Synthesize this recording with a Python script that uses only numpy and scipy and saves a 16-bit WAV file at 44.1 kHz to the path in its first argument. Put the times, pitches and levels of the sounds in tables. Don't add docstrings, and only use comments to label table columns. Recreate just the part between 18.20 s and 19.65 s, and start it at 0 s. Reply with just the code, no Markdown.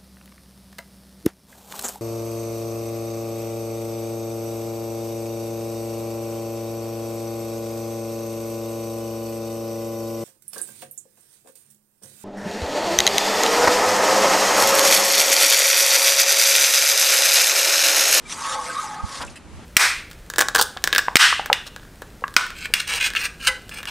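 import sys
import numpy as np
from scipy import signal
from scipy.fft import rfft, irfft, next_fast_len
from scipy.io import wavfile
from scipy.ndimage import uniform_filter1d, map_coordinates

SR = 44100
rng = np.random.default_rng(int(sys.argv[2]) if len(sys.argv) > 2 else 0)


def unload_wav(signal):
    wavfile.write(
        sys.argv[1],
        SR,
        np.round(np.clip(np.atleast_2d(signal).T, -1, 1) * 32767).astype(np.int16),
    )


N = 63945
T = np.arange(N) / SR

# time in seconds, relative level in dB.
RASP_LEVEL = [(.04,-61.5),(.1,-36),(.124,-29),(.15,-38.5),(.26,-32),(.342,-32.5),(.37,-40.5),(.405,-40.5),(.465,-34),(.49,-37),(.635,-36.5),(.68,-40.5),(.745,-43.5),(.83,-52),(.89,-41),(.98,-39),(1.008,-41),(1.025,-33),(1.045,-58),(1.12,-53.5)]
STICK_LEVEL = [(.085,-46.5),(.118,-34),(.16,-59),(.335,-34.5),(.38,-46.5),(.62,-50.5),(.83,-63),(1.02,-45)]
RIM_HISS_LEVEL = [(.87,-48),(.925,-40.5),(.975,-37.5),(1.005,-56)]
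HOLLOW_LEVEL = [(.26, -48.5), (.336, -35.5), (.45, -44.5), (0.492, -35.5), (.53, -44.5), (.7, -60.5),
                (1.0, -47)]
LOW_LEVEL = [(0.07, -54.5), (0.24, -33.5), (0.322, -37), (0.375, -27.5), (.42, -34), (0.6, -56),
             (0.646, -29), (0.69, -35.5), (0.725, -32), (0.84, -37.5), (0.865, -45.5), (1.04, -47)]
MID_LEVEL = [(.1, -51.5), (.26, -28), (.32, -35.5), (.385, -28), (.48, -38.5), (.6, -31.5), (.7, -42.5),
             (.86, -42), (.95, -35.5), (1.02, -42.5)]
HIGH_LEVEL = [(0.07, -50), (0.22, -36), (0.329, -29), (0.45, -40.5), (0.506, -29.5), (0.54, -36.5),
              (0.6, -30.5), (0.72, -38.5), (0.8, -37.5), (0.92, -41.5), (1.03, -50.5)]
SCUFF_LEVEL = [(1.156, -60), (1.158, -40.5), (1.178, -41.5), (1.192, -63)]
WIND_LEVEL = [(0, -51), (.23, -62), (.32, -52.5), (.48, -64), (.95, -48), (1.07, -42), (1.18, -58),
              (1.37, -38.5)]
# pitch in Hz, width in Hz, relative level in dB.
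STICK_MODES = [(2940, 290, -11), (3420, 190, 2.5), (3673, 140, 6.5), (5430, 330, 2), (6160, 160, 2)]
RIM_HISS_BAND = [(5200, 4300, 0)]
HOLLOW_MODES = [(509.2, 34, -2), (670, 50, -7)]
LOW_MODES = [(823, 66, -4.5), (871, 33, 1.5), (973, 100, -9)]
MID_MODES = [(992, 48, -11), (1105.3, 53, 2)]
HIGH_MODES = [(1250, 65, 6.5), (1452, 61, -10), (1564, 53, -2.5), (1708, 54, -11.5), (2090, 470, -7.5)]
CLACK_BAND = [(1250, 3900, 0)]
SCUFF_MODES = [(1970, 210, 6), (2660, 170, 6.5), (2950, 69, 4), (4000, 150, -0.5), (4800, 360, -2),
               (8100, 2800, -5)]
# time in seconds, pitch multiplier.
HOLLOW_BEND = [(.33, 1.02), (.44, .98), (.65, 1.05)]
LOW_BEND = [(.22, 1.05), (.34, .99), (.47, 1.025), (.7, .995), (.77, .96), (.82, .99)]
MID_HIGH_BEND = [(.3, 1.01), (.42, .992), (.52, 1.0)]
# start in seconds, added level in dB relative to the rubbing.
CATCHES = [(0.322, -3), (0.339, 3), (0.647, -11), (0.742, 9)]
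# middle in seconds, length in seconds, pitch in Hz, level in dB.
CHATTER_AND_KNOCK = [(0.065, 0.028, 2340, -39), (.266, 0.027, 1108, -26.5), (.503, 0.016, 1538, -25),
                     (0.5684, 0.016, 1146, -20.5), (.587, 0.011, 1134, -20), (0.596, 0.016, 1247, -19),
                     (0.801, 0.028, 1240, -27)]
# start in seconds, relative level in dB.
RIM_KNOCKS = [(1.005, -30), (1.013, -26.5), (1.02, -31.5), (1.032, -29)]
# pitch in Hz, relative level in dB, seconds to fade by 60 dB.
STRUCK_TUBE = [(565, -10, 0.23), (985, 5.5, 0.095), (1409, 3, 0.1), (1552, -2.5, 0.15), (1864, -6, 0.11)]
# start in seconds, level in dB, pitch in Hz, width in Hz, seconds to fade by 60 dB.
TICKS = [(1.018, -29.5, 3550, 1790, 0.054), (1.049, -27, 7650, 3500, 0.014),
         (1.064, -39, 7300, 3020, 0.062), (1.074, -35.5, 2680, 380, .06), (1.097, -43.5, 5600, 3000, 0.081)]
# frequency in Hz, relative level in dB.
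RASP_COLOUR = [(150, -11.5), (350, -6.5), (650, -5), (1000, -2.5), (1900, 4.5), (2800, -2.5), (4500, -1),
               (6000, 0), (9500, -4), (11500, -13)]
SCATTER_COLOUR = [(300, 22), (1800, -35), (4500, 4.5)]
WIND_COLOUR = [(22, -27), (42, 2.5), (68, 13), (110, 0), (200, -57), (500, -33.5)]
HUSH_COLOUR = [(100, -6.5), (240, -4), (462, -13), (972, -14.5), (2410, -21.5), (5190, -29), (7690, -29),
               (14000, -37)]
MIC_COLOUR = [(20, -6), (45, 0), (10200, 0), (12600, -7.5), (14000, -35)]
# frequency in Hz, likeness (1 means identical).
HUSH_LIKENESS = [(400, 0.83), (4000, 0.95), (10000, 0.096)]

SLIPS_PER_S, SLIP_SPREAD_DB = 6000, 4
JUDDER_DB, JUDDER_PER_S = 2.5, 120


def rubbing():
    grit = patchy(filtered(slips(), lambda f: amp(along(RASP_COLOUR, f))))
    rasp = amp(0.5) * level(RASP_LEVEL) * steady(grit, size=700)
    stick_ring = level(STICK_LEVEL) * steady(resonate(slips(), STICK_MODES))
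    rim_hiss = level(RIM_HISS_LEVEL) * resonate(slips(), RIM_HISS_BAND)
    catches = 1 + sum(amp(db) * fade(s, t60=0.026) for s, db in CATCHES)
    sound = (rasp + stick_ring + rim_hiss) * catches
    echo_s, echo_db = 0.007, -8.5
    return filtered(sound, lambda f: 1 + amp(echo_db) * np.exp(-2j * np.pi * f * echo_s))


def slips():
    happen = rng.random(N) < SLIPS_PER_S / SR
    size_db = SLIP_SPREAD_DB * rng.standard_normal(N)
    direction = np.sign(rng.standard_normal(N))
    return unit(happen * direction * amp(size_db + JUDDER_DB * wobble(JUDDER_PER_S)))


def patchy(x, depth_db=3.7):
    spectrum = signal.stft(x, nperseg=512)[2]
    patches = uniform_filter1d(rng.standard_normal(spectrum.shape), size=7, axis=0)
    patches = uniform_filter1d(patches, size=6, axis=1)
    return unit(signal.istft(spectrum * amp(depth_db * unit(patches)), nperseg=512)[1][:N])


def tube_ring():
    hollow = level(HOLLOW_LEVEL) * rubbed_tones(HOLLOW_MODES, HOLLOW_BEND)
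    low = level(LOW_LEVEL) * rubbed_tones(LOW_MODES, LOW_BEND)
    mid = level(MID_LEVEL) * rubbed_tones(MID_MODES, MID_HIGH_BEND)
    high = level(HIGH_LEVEL) * rubbed_tones(HIGH_MODES, MID_HIGH_BEND)
    return amp(-2) * (hollow + low + mid + high)


def rubbed_tones(modes, bend, waver=0.007):
    out = np.zeros(N)
    for hz, width, db in modes:
        tone = steady(unit(filtered(slips(), lambda f: resonance(f, hz, width) ** 2)))
        speed = np.interp(T, *np.transpose(bend)) + waver * wobble(per_s=22)
        bent = map_coordinates(tone, [np.cumsum(speed)], mode="mirror")
        judder_db = JUDDER_DB / 2 * wobble(JUDDER_PER_S)
        out += amp(db + judder_db) * bent
    return unit(out)


def chatter_and_knock():
    return sum(amp(db) * burst(s, length, hz) for s, length, hz, db in CHATTER_AND_KNOCK)


def rim_knocks():
    out = np.zeros(N)
    for s, db in RIM_KNOCKS:
        ring = np.zeros(N)
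        for hz, tone_db, t60 in STRUCK_TUBE:
            strength = amp(tone_db + rng.normal(0, 2.35))
            ring += strength * fade(s, t60) * np.sin(2 * np.pi * (hz * T + rng.random()))
        clack = amp(1.5) * fade(s, t60=0.086) * resonate(rng.standard_normal(N), CLACK_BAND)
        out += amp(db - 5) * (ring + clack)
    return out


def stick_tip():
    ticks = np.zeros(N)
    for s, db, hz, width, t60 in TICKS:
        ticks += amp(db) * fade(s, t60) * resonate(rng.standard_normal(N), [(hz, width, 0)])
    scuff = level(SCUFF_LEVEL) * steady(resonate(slips(), SCUFF_MODES), size=256)
    return ticks + scuff


def scatter(x):
    tail = rng.standard_normal((2, N)) * fade(0, t60=0.048)
    echoes = signal.fftconvolve(x[None], tail / np.linalg.norm(tail[0]), axes=1)[:, :N]
    return filtered(echoes, lambda f: amp(along(SCATTER_COLOUR, f) - 22.5))


def wind(puff_s=0.8425, lag_s=0.00086):
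    strength = level(WIND_LEVEL) * amp(0.43 * wobble(per_s=14.3))
    rumble = strength * stereo_noise(WIND_COLOUR, likeness=[(60, -0.25)])
    rumble *= amp([[-1], [1]])
    left = -amp(-23) * puff(puff_s)
    right = amp(-15.5) * puff(puff_s + lag_s)
    return rumble + np.array([left, right])


def puff(s, length_s=0.0243, hz=74.3):
    return burst(s, length_s, hz) + amp(-13) * burst(s, length_s, 2.87 * hz)


def hush():
    return amp(-44.5 + 1.95 * wobble(per_s=7.37)) * stereo_noise(HUSH_COLOUR, HUSH_LIKENESS)


def stereo_noise(colour, likeness):
    def shares(hz):
        angle = np.arccos(np.clip(along(likeness, hz), -1, 1)) / 2
        return amp(along(colour, hz)) * [np.cos(angle), np.sin(angle)]
    shared, opposite = filtered(rng.standard_normal((2, N)), shares)
    return unit(np.array([shared + opposite, shared - opposite]))


def amp(db):
    return 10 ** (np.asarray(db) / 20)


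def unit(x):
    return x / np.sqrt(np.mean(x ** 2) + 1e-20)


def along(rows, hz):
    f, values = np.transpose(rows)
    return np.interp(np.log(hz + 1), np.log(f + 1), values)


def level(rows):
    s, db = np.transpose(rows)
    outside_s = np.maximum(s[0] - T, 0) + np.maximum(T - s[-1], 0)
    return amp(np.interp(T, s, db) - 310 * outside_s)


def wobble(per_s):
    return map_coordinates(rng.standard_normal(int(N * per_s / SR) + 4), [T * per_s])


def filtered(x, response):
    size = next_fast_len(N + SR // 2)
    return irfft(rfft(x, size) * response(np.fft.rfftfreq(size, 1 / SR)), size)[..., :N]


def resonance(f, hz, width):
    return 1j * f * width / (hz * hz - f * f + 1j * f * width)


def resonate(x, modes):
    def response(f):
        peaks = sum(amp(db) * resonance(f, hz, width) for hz, width, db in modes)
        return peaks / np.hypot(1, (f / (1.2 * modes[-1][0])) ** 2)
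    return unit(filtered(x, response))


def steady(x, size=1300):
    return x / np.sqrt(np.abs(uniform_filter1d(x ** 2, size)) + 0.0011)


def fade(s, t60, rise_s=0.0013):
    age = np.maximum(T - s, 0)
    return (1 - np.exp(-age / rise_s)) * amp(-60 * age / t60)


def burst(s, length, hz):
    swell = np.cos(np.pi * np.clip((T - s) / length, -.5, .5))
    return swell * np.sin(2 * np.pi * hz * (T - s))


def scene():
    stick = rubbing() + tube_ring() + chatter_and_knock() + rim_knocks() + stick_tip()
    return stick + scatter(stick) + hush() + wind()


def record(dry):
    return filtered(dry, lambda hz: amp(along(MIC_COLOUR, hz)) * (hz < 14200))


dry = scene()
out = record(dry)
unload_wav(out)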